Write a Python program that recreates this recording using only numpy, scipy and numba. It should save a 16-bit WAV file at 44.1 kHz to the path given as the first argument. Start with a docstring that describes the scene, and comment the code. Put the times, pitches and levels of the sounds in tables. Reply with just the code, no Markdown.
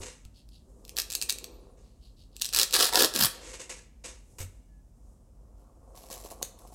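"""At a desk in a small room with a low hum, someone rips a hook-and-loop sanding disc off its backing pad in pulls.
Hooks snap in sharp clicks; the same dense jolts ring the pad and swing the freed flap, whose note falls overall.
Scuffs, mostly of gritty faces, are filtered crackle, soft blows ring the desk's modes, and fingers pick at masking
tape on a painted metal cover with crackle, flicks and taps. The pad being picked up and then the sleeves rustle;
very faint thin tones glide in narrow noise bands; a noise tail gives the room."""
import sys
import numpy as np
from scipy import signal
from scipy.fft import rfft, irfft
from scipy.io import wavfile
from scipy.ndimage import uniform_filter1d
from numba import njit

SR = 44100
rng = np.random.default_rng(int(sys.argv[2]) if len(sys.argv) > 2 else 0)


def transcribe(signal):
    """Save signal, clipped to [-1, 1], as a 16-bit WAV file at the path in sys.argv[1]."""
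    frames = np.atleast_2d(signal).T
    limited = np.clip(frames, -1, 1)
    pcm = np.round(limited * 32767).astype(np.int16)
    wavfile.write(sys.argv[1], SR, pcm)


N = 297234
TIME = np.arange(N) / SR

# the strongest hooks letting go: (time [s], level over 1 ms [dB])
STRONG_HOOKS = [(0.2517, -46.5), (.4897, -51.5), (0.8513, -41.5), (.88, -44.5), (0.894, -34), (0.9681, -23),
                (0.986, -18.5), (1.0002, -19), (1.019, -25), (1.1026, -28), (1.1097, -31), (1.1203, -27.5),
                (1.1266, -26), (1.1367, -29), (1.152, -16.5), (1.1576, -29), (1.2153, -22), (1.2243, -19.5),
                (1.2323, -27), (1.2962, -15.5), (1.2988, -24), (1.3047, -18.5), (1.3249, -25),
                (1.3859, -31), (1.443, -29), (2.3658, -35), (2.3977, -40), (2.4159, -23), (2.4204, -15),
                (2.446, -23.5), (2.4553, -22.5), (2.4626, -27), (2.4899, -28), (2.5277, -30.5),
                (2.5348, -22), (2.538, -23), (2.5477, -15), (2.5625, -14), (2.5718, -17), (2.5884, -12),
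                (2.5976, -11), (2.6147, -13.5), (2.6318, -13), (2.7099, -29), (2.7269, -21.5),
                (2.7401, -12.5), (2.83, -18.5), (2.8465, -20), (2.9366, -21), (2.9566, -11.5),
                (2.9967, -16), (3.02, -16), (3.1388, -25.5), (3.1615, -16.5), (3.2387, -16)]
# relative spectrum of a snapping hook: (frequency [Hz], density [dB])
SNAP_SPECTRUM = [(300, -21), (1000, -20.5), (1650, -16), (2150, -16), (2600, -3), (3100, -7), (4100, -1),
                 (6500, -8), (8300, -3), (9700, -8.5), (12000, -4), (16000, -12.5)]


def undb(db):
    """Decibels to gain."""
    return 10 ** (np.asarray(db) / 20)


def unit(x):
    """Scale to rms 1."""
    return x / np.sqrt(np.mean(x ** 2))


def peaking(y, db):
    """Scale to a peak level."""
    return undb(db) * y / np.abs(y).max()


def add(out, s, sound):
    """Mix a sound in at time s."""
    i = max(int(s * SR), 0)
    out[i:i + len(sound)] += sound[:N - i]


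def curve(rows, column):
    """One column of a table, joined by straight lines in time."""
    rows = np.array(rows)
    return np.interp(TIME, rows[:, 0], rows[:, column])


def walk(rate, count=4000):
    """Random levels, new ones `rate` times a second, joined by straight lines."""
    return np.interp(TIME * rate, np.arange(count), rng.standard_normal(count))


def stroke(start, length, build, ease, slack_db):
    """Gain of one pull: the force builds, holds and eases off."""
    rising = (TIME - start) / build
    falling = (start + length - TIME) / ease
    force = np.clip(np.minimum(rising, falling), 0, 1)
    inside = (TIME >= start) & (TIME <= start + length)
    return uniform_filter1d(inside * undb(slack_db * (1 - force)), size=220)  # 5 ms smoothing


def swells(rows):
    """Gain of short slides that speed up and die away."""
    gain = np.zeros(N)
    t = TIME[:SR // 2]
    for s, db, swell, fade in rows:
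        rise = np.sqrt(np.minimum(t / swell, 1))
        fall = np.exp(-np.maximum(t - swell, 0) / fade)
        add(gain, s, undb(db) * rise * fall)
    return gain


def response(points, size=1024):
    """Causal impulse response of unit energy with the given spectrum."""
    hz, db = np.transpose(points)
    grid = np.maximum(np.fft.rfftfreq(size, 1 / SR), 1)
    cepstrum = irfft(np.log(undb(np.interp(np.log(grid), np.log(hz), db))))
    # fold the cepstrum forward: minimum phase, so the energy comes first
    cepstrum[1:size // 2] *= 2
    cepstrum[size // 2 + 1:] = 0
    h = irfft(np.exp(rfft(cepstrum)))
    return h / np.linalg.norm(h)


def through(x, h):
    """Pass a sound through an impulse response."""
    return signal.oaconvolve(x, h)[:len(x)]


@njit
def resonate(x, hz, width):
    """Band-pass whose centre and width move every sample; gain 1 at the centre."""
    y, band_state, low_state = np.empty(len(x)), 0., 0.
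    for i in range(len(x)):
        g = np.tan(np.pi * hz[i] / SR)
        damping = width[i] / hz[i]
        v = (band_state + g * (x[i] + 1e-18 - low_state)) / (1 + g * (g + damping))
        band_state = 2 * v - band_state
        low_state = low_state + 2 * g * v
        y[i] = damping * v
    return y


def band(x, hz, width):
    """A fixed resonance."""
    return resonate(x, np.full(N, float(hz)), np.full(N, float(width)))


def steady(x, size=1100):
    """Hold the short-term power at 1 over `size` samples, keeping the fine grain."""
    return x / np.sqrt(np.abs(uniform_filter1d(x ** 2, size=size)) + 1e-9)


def burst(decay_s, size=256):
    """The uneven, sub-millisecond recoil of one fibre."""
    h = rng.standard_normal(size) * np.exp(-TIME[:size] / decay_s)
    return h / np.linalg.norm(h)


def crackle(rate, spread_db, decay_s, count=12, size=1100):
    """Random releases, `rate` a second, mostly small and a few large, from `count` kinds of fibre recoil."""
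    out = np.zeros(N)
    for _ in range(count):
        place, chance = rng.random(size=(int(rate / count * N / SR), 2)).T
        sizes = undb(spread_db * np.minimum(-np.log1p(-chance), 4))
        releases = np.bincount((place * N).astype(int), sizes, N)
        out += through(releases, burst(decay_s))
    return steady(out, size=size)


def snap(hz, colour, ring_s, recoil, size=1024):
    """One release of unit energy: a sharp step, a brief ring and a ragged recoil."""
    t = TIME[:size]
    ring = np.cos(2 * np.pi * hz * t) * np.exp(-t / ring_s)
    ragged = burst(decay_s=0.00055, size=size)
    y = through(ring / np.linalg.norm(ring) + recoil * ragged, colour)
    return y / np.linalg.norm(y)


def hiss():
    """Soft treble noise of rms 1, from two band-passes in a row."""
    return unit(band(band(rng.standard_normal(N), 7800, 7000), 7800, 7000))


def background():
    """Still air as shaped noise, a faint hiss, and a low hum as narrow noise that wavers."""
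    air_db, hiss_db, hum_db = -61, -85, -53.5  # short-term level for the hum, rms for the others
    hum_hz, hum_width_hz = 47.7, 11
    # relative spectrum of the air, ahead of the 62 Hz high-pass: (frequency [Hz], density [dB])
    air_spectrum = [(12, -33), (20, -2), (55, -1), (107, -6), (177, -10.5), (228, -9), (422, -23.5),
                    (472, -24), (607, -23.5), (1330, -38.5), (2080, -44.5), (4540, -47.5), (4940, -41.5),
                    (7950, -40), (16000, -50.5)]
    air = through(rng.standard_normal(N), response(air_spectrum, size=8192))
    air = unit(signal.sosfilt(signal.butter(4, 62, "high", fs=SR, output="sos"), air))
    hum = band(band(rng.standard_normal(N), hum_hz, hum_width_hz), hum_hz, 3 * hum_width_hz)
    return undb(air_db) * air + undb(hiss_db) * hiss() + undb(hum_db) * steady(hum, size=22000)


def thin_tones():
    """Very faint thin gliding tones: noise in narrow moving bands."""
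    # (time [s], length [s], start [Hz], end [Hz], level [dB])
    tones = [(1.48, .12, 14300, 13800, -70), (1.58, .058, 10400, 9500, -75), (1.69, .06, 10100, 8600, -75),
             (4.64, .22, 1734, 1690, -82)]
    gain, glide = np.zeros(N), []
    for s, length, start_hz, end_hz, db in tones:
        add(gain, s, undb(db) * np.hanning(int(length * SR)))
        glide += [(s, start_hz), (s + length, end_hz)]
    hz = curve(glide, 1)
    note = resonate(rng.standard_normal(N), hz, 0.0092 * hz)
    return gain * steady(resonate(note, hz, 0.013 * hz))


def rustles():
    """The pad being picked up, then arm movements, crumple and swish as they speed up and slow."""
    # handling rustles, levels ahead of the uneven catching:
    # (fastest at [s], half-length [s], rustle level [dB], central resonance [Hz], swish level [dB])
    moves = [(.02, 0.045, -49.5, 430, -57), (.88, 0.21, -60.5, 430, -73), (1.45, .35, -56, 430, -79),
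             (3.05, 0.5, -53, 474, -78), (4.4, 0.23, -68.5, 398.5, -70.5), (5.08, 0.13, -71, 540, -76.5),
             (5.55, .3, -69, 580, -97), (6.22, 0.37, -56, 600, -70), (6.72, 0.17, -65.5, 665, -70)]
    # relative spectrum of crumpling, ahead of its resonance: (frequency [Hz], density [dB])
    rustle_spectrum = [(100, -4), (250, 2.5), (450, 2), (750, -6), (1150, -3.5), (1600, -16), (4000, -24.5)]
    rustle_gain, swish_gain = np.zeros(N), np.zeros(N)
    for s, half, rustle_db, _, swish_db in moves:
        speed = np.exp(-((TIME - s) / half) ** 2)
        rustle_gain += undb(rustle_db) * speed
        swish_gain += undb(swish_db) * speed
    folds = through(crackle(rate=820, spread_db=1.0, decay_s=0.00034), response(rustle_spectrum))
    # higher when the sleeve drags over the cover
    hz = curve(moves, 3) * (1 + .12 * np.tanh(walk(rate=25)))
    rustle = steady(resonate(folds, hz, .55 * hz), size=4000)
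    catching = undb(2 * walk(rate=30))
    return catching * (rustle_gain * rustle + swish_gain * hiss())


def masking_tape():
    """Glue lets go in a fine crackle; the paper flicks and fingertips tap the cover under it."""
    # short lifts of the tape off the paint: (time [s], crackle level [dB], swell [s], fade [s]),
    # ahead of the glue's own unevenness
    lifts = [(5.55, -76.5, .07, .06), (5.947, -54.5, .025, 0.28), (6.1, -43.5, 0.026, 0.044),
             (6.245, -52, 0.0063, 0.019), (6.3, -46.5, 0.013, 0.01), (6.42, -44, 0.0077, 0.028),
             (6.585, -58, 0.0056, 0.027), (6.665, -59.5, 0.011, 0.013), (6.72, -58, .005, .03)]
    # the paper edge flicks: (time [s], peak level [dB])
    flicks = [(5.975, -40), (6.039, -39), (6.141, -40), (6.315, -36), (6.428, -15)]
    # fingertips tap the cover: (time [s], peak level [dB])
    taps = [(5.947, -42), (5.976, -42), (6.039, -43), (6.102, -35), (6.112, -36.5), (6.17, -39),
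            (6.249, -34.5), (6.261, -36), (6.315, -33), (6.324, -33.5), (6.415, -32), (6.429, -33.5),
            (6.651, -42.5), (6.725, -41)]
    # relative spectra of glue, paper edge and cover: (frequency [Hz], density [dB])
    glue_spectrum = [(710, -44), (1200, -7.5), (2270, -6), (2980, -3), (3290, -5), (7410, 1), (8910, -4.5),
                     (10800, 1.5), (16000, -12)]
    flick_spectrum = [(1000, -10), (2200, -11), (3300, -1), (4800, -0.5), (7000, 2.5), (9000, -6),
                      (12500, -5), (16000, -12)]
    tap_spectrum = [(100, -6.5), (280, 2), (550, -7.5), (800, -14), (1100, -2.5), (1450, -34),
                    (3000, -28.5)]
    flick_colour, tap_colour = response(flick_spectrum), response(tap_spectrum)
    glue = undb(2 * walk(rate=70)) * crackle(rate=700, spread_db=3.6, decay_s=.0009)
    out = swells(lifts) * through(glue, response(glue_spectrum))
    for s, db in flicks:
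        add(out, s, peaking(snap(3700, flick_colour, ring_s=0.00032, recoil=3.9), db))
    for s, db in taps:
        # each fingertip lands on a different spot of the cover
        hz = rng.uniform(540, 773)
        add(out, s, peaking(snap(hz, tap_colour, ring_s=0.0034, recoil=0.92), db))
    return out


def desk():
    """Padded blows set the desk top ringing; a longer contact weakens its higher modes."""
    # soft blows on the desk, as drive into the modes: (time [s], level [dB], contact [s])
    knocks = [(.003, -35.5, .0065), (.255, -37.5, 0.0091), (4.394, -39, .008), (4.405, -33, 0.0031),
              (4.438, -34, 0.0064)]
    # desk modes, relative to the drive: (frequency [Hz], level [dB], decay by 60 dB [s])
    desk_modes = [(93.3, 1.5, 0.28), (136, -6, .15), (241, -11, .23), (490, -22, .03), (917, -8, .16),
                  (1305, 4.5, .07)]
    out, t = np.zeros(N), TIME[:SR // 2]
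    ring = sum(undb(db - 60 * t / t60) * np.sin(2 * np.pi * hz * t) for hz, db, t60 in desk_modes)
    for s, db, contact in knocks:
        push = np.exp(-2 * t / contact)
        add(out, s, undb(db) * through(ring, push / push.sum()))
    return out


def sliding():
    """Abrasive grit scratches in fine dense grains and rings the disc; skin on the rim only hisses."""
    fizz_from_s, fizz_db = 4.38, -7.5  # grit that meets only the desk adds fizz; level against the scuff
    # scuffs, mostly of gritty faces, and one very faint slide: (time [s], level [dB], swell [s], fade [s])
    scuffs = [(.008, -42, .03, 0.017), (.058, -44, .004, 0.052), (1.77, -68.5, 0.013, 0.11),
              (3.33, -52.5, .02, .05), (3.41, -47, 0.089, .06), (3.53, -45.5, .018, 0.016),
              (3.594, -41.5, 0.012, .031), (3.692, -38.5, 0.013, 0.03), (3.768, -54.5, .004, 0.046),
              (4.039, -40.5, 0.012, 0.048), (4.383, -44, .007, 0.017), (4.399, -42, .018, 0.018)]
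    # a thumb slides along the rim of the pad: (time [s], level [dB], swell [s], fade [s])
    rubs = [(.34, -60.5, 0.045, .028), (.51, -61, 0.042, .035), (1.82, -73, 0.048, .1),
            (2.01, -63.5, .05, 0.035), (2.165, -62.5, 0.055, .03), (2.31, -65.5, 0.11, .04)]
    # the stiff disc rings as it is dragged: (frequency [Hz], width [Hz], gain against the grit [dB])
    disc_modes = [(498, 40, -3), (2860, 76, -1.5), (3620, 130, -5), (6500, 530, -15), (8140, 780, -6),
                  (11200, 140, -12)]
    # relative spectra of grit, ahead of the disc's ring, and of skin: (frequency [Hz], density [dB])
    grit_spectrum = [(120, -54), (200, -11.5), (482, 1), (777, -12), (950, -5), (1250, -10.5), (2250, -6),
                     (2510, -8), (2800, -7), (3310, -12.5), (3620, -8.5), (4770, -9), (6760, -5.5),
                     (11300, -18), (16000, -62)]
    skin_spectrum = [(1500, -32.5), (2200, -26), (2700, -8), (3300, -7), (4500, 1), (6000, -13),
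                     (11000, -17.5), (16000, -30)]
    grains = undb(1.5 * walk(rate=120)) * crackle(rate=7000, spread_db=3, decay_s=.00015)
    grit = through(grains, response(grit_spectrum))
    disc_ring = sum(undb(db) * band(grit, hz, width) for hz, width, db in disc_modes)
    grit = steady(grit + disc_ring)
    fizz = unit(band(band(grains, 12000, 7000), 12000, 7000))
    skin = through(crackle(rate=2500, spread_db=3.5, decay_s=0.00074), response(skin_spectrum))
    scratch = grit + undb(fizz_db) * (TIME > fizz_from_s) * fizz
    return swells(scuffs) * scratch + swells(rubs) * skin


def ripping():
    """Rows of hooks tear loose; the same jolts ring the pad and swing the freed flap, whose note glides."""
    # weaker hooks give way around each strong one: level against it, lead, swell, fade
    drag_db, drag_lead_s, drag_swell_s, drag_fade_s = -23, 0.0086, .005, .006
    tear_slack_db, flap_slack_db = -13.5, -10.5  # level at both ends of a pull, against full force
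    flap_width, flap_skirt = .65, 1.2  # widths of the two band-passes, against the flap's note
    # pulls on the disc, levels ahead of the final trims: (time [s], length [s], build-up [s], ease-off [s],
    # tearing level [dB], flap level [dB], flap start [Hz], flap end [Hz], brightness [dB])
    pulls = [(0.97, 0.039, 0.016, 0.017, -28.5, -56, 1000, 900, 7),
             (2.529, 0.12, .045, 0.02, -27, -44.5, 540, 500, 0),
             (2.732, 0.047, 0.0054, 0.0081, -21, -38, 520, 500, -12),
             (2.778, 0.12, 0.02, 0.067, -20, -32.5, 620, 850, -3.5),
             (2.922, 0.059, 0.044, 0.0036, -20.5, -22, 900, 700, -4),
             (2.982, 0.084, 0.0026, .016, -20.5, -25.5, 450, 350, 1),
             (3.138, .045, 0.014, 0.0081, -29.5, -33, 330, 260, 6),
             (3.182, .095, 0.016, 0.027, -22, -32.5, 280, 90, 4)]
    # resonances of the pad: (frequency [Hz], width scale [Hz], relative gain [dB])
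    pad_modes = [(506, 90, -2.5), (752.6, 12, 1.5), (950, 18, 1), (1200, 110, -6.5), (1380, 120, -2),
                 (1680, 170, -4)]
    # relative spectrum of tearing, ahead of the brightness: (frequency [Hz], density [dB])
    tear_spectrum = [(180, -49.5), (300, -27), (486, -14.5), (689, -2), (762, -18), (842, -4.5), (946, -14),
                     (1700, -0.5), (2200, -6.5), (3300, 0.5), (4990, 3), (6410, -6), (7820, -3.5),
                     (9550, -5.5), (14200, -7), (16000, -15)]

    drags = [(s - drag_lead_s, db + drag_db, drag_swell_s, drag_fade_s) for s, db in STRONG_HOOKS]
    tear_gain = swells(drags)
    flap_gain, glide = np.zeros(N), []
    for s, length, build, ease, tear_db, flap_db, start_hz, end_hz, bright_db in pulls:
        tear_pull = undb(tear_db) * stroke(s, length, build, ease, tear_slack_db)
        tear_gain = np.hypot(tear_gain, tear_pull)
        flap_gain = flap_gain + undb(flap_db) * stroke(s, length, build, ease, flap_slack_db)
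        glide += [(s, start_hz, bright_db), (s + length, end_hz, bright_db)]
    glide = sorted(glide)
    flap_hz, brightness = curve(glide, 1), undb(curve(glide, 2))

    # the disc holds and gives, so the releases come in bunches a few milliseconds long
    bunches = undb(2.6 * walk(rate=260))
    jolts = bunches * crackle(rate=2000, spread_db=4, decay_s=.0004, count=20)
    tear = through(jolts, response(tear_spectrum))
    # each pull tears brighter or duller
    tear = steady(tear + (brightness - .8) * band(tear, 13000, 3200), size=800)
    flap = resonate(jolts, flap_hz, flap_width * flap_hz)
    flap = steady(resonate(flap, flap_hz, flap_skirt * flap_hz))
    pad = np.zeros(N)
    for hz, width, db in pad_modes:
        pad += undb(db) * band(band(jolts, hz, 2.13 * width), hz, 6 * width)
    pad = steady(pad)
    # the pad rings with the tearing, and less with the flap once its note is below 700 Hz
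    coupling = np.minimum(flap_hz / 700, 1)
    pad_gain = undb(-15) * tear_gain + undb(-10) * coupling * flap_gain
    return undb(-0.7) * tear_gain * tear + undb(-3.5) * flap_gain * flap + pad_gain * pad


def hooks():
    """The strongest hooks snap; the harder the jolt, the stronger the three neighbours that follow within ms."""
    centre_hz, scatter_octaves = 5900, .17
    ring_s, recoil = 0.00011, .8  # recoil against the ring
    out, colour = np.zeros(N), response(SNAP_SPECTRUM)
    for s, db in STRONG_HOOKS:
        hz = centre_hz * 2 ** (scatter_octaves * rng.standard_normal())
        follow = np.interp(db, (-32, -14), (.2, .5))
        lags = np.array([0, .0004, .001, .002]) * rng.uniform(.6, 1.4, size=4)  # seconds
        shares = np.array([1, 1.3 * follow, follow, .6 * follow])
        shares /= np.linalg.norm(shares)  # split the level over the four snaps by power
        for lag, share in zip(lags, shares):
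            add(out, s + lag, undb(db) * share * snap(hz, colour, ring_s=ring_s, recoil=recoil))
    return np.sqrt(SR / 1000) * out  # unit energy becomes rms 1 over 1 ms


def last_hook():
    """With nothing left to damp it, the last hook gives one clean, bright crack."""
    # the disc's edge whips free: (time [s], peak level [dB], ring [Hz])
    release = (3.2565, -2, 10500)
    out = np.zeros(N)
    s, db, hz = release
    add(out, s, peaking(snap(hz, response(SNAP_SPECTRUM), ring_s=.0001, recoil=.2), db))
    return out


def room(dry):
    """A reflection from the desk, quick scatter off the furniture, then the walls' tail."""
    # reverberation: (band centre [Hz], decay by 60 dB [s], level [dB])
    walls = [(250, 0.11, -8.5), (700, 0.87, -7.5), (1950, 0.86, -4), (5000, 0.77, -9.5), (9000, 0.41, -5),
             (14100, 0.31, -12.5)]
    t = TIME[:int(.7 * SR)]
    grid = np.log(np.maximum(np.fft.rfftfreq(len(t), 1 / SR), 1))
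    noise = rfft(rng.standard_normal(len(t)))
    centres = np.log([row[0] for row in walls])
    h = np.zeros(len(t))
    # each row of the identity picks one band, crossfading into its neighbours
    for (_, t60, db), share in zip(walls, np.eye(len(walls))):
        scatter = 4.8 * undb(-60 * t / 0.17)
        onset = np.clip((t - .002) / 0.0016, 0, 1)
        fade = (undb(-60 * t / t60) + scatter) * onset
        band_noise = irfft(noise * np.interp(grid, centres, share), len(t))
        h += undb(db) * fade / np.linalg.norm(fade) * band_noise
    add(h, .0042, undb([-19]))  # desk reflection
    return dry + through(dry, h)


def scene():
    """Everything on the desk, heard in the room."""
    disc = hooks() + ripping() + last_hook() + sliding()
    others = thin_tones() + desk() + masking_tape() + rustles()
    return (room(disc + others) + background())[None]


def record(dry):
    """The microphone's signal, cut steeply above 16 kHz."""
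    return signal.sosfilt(signal.ellip(10, .2, 80, 16000, fs=SR, output="sos"), dry)


dry = scene()
out = record(dry)
transcribe(out)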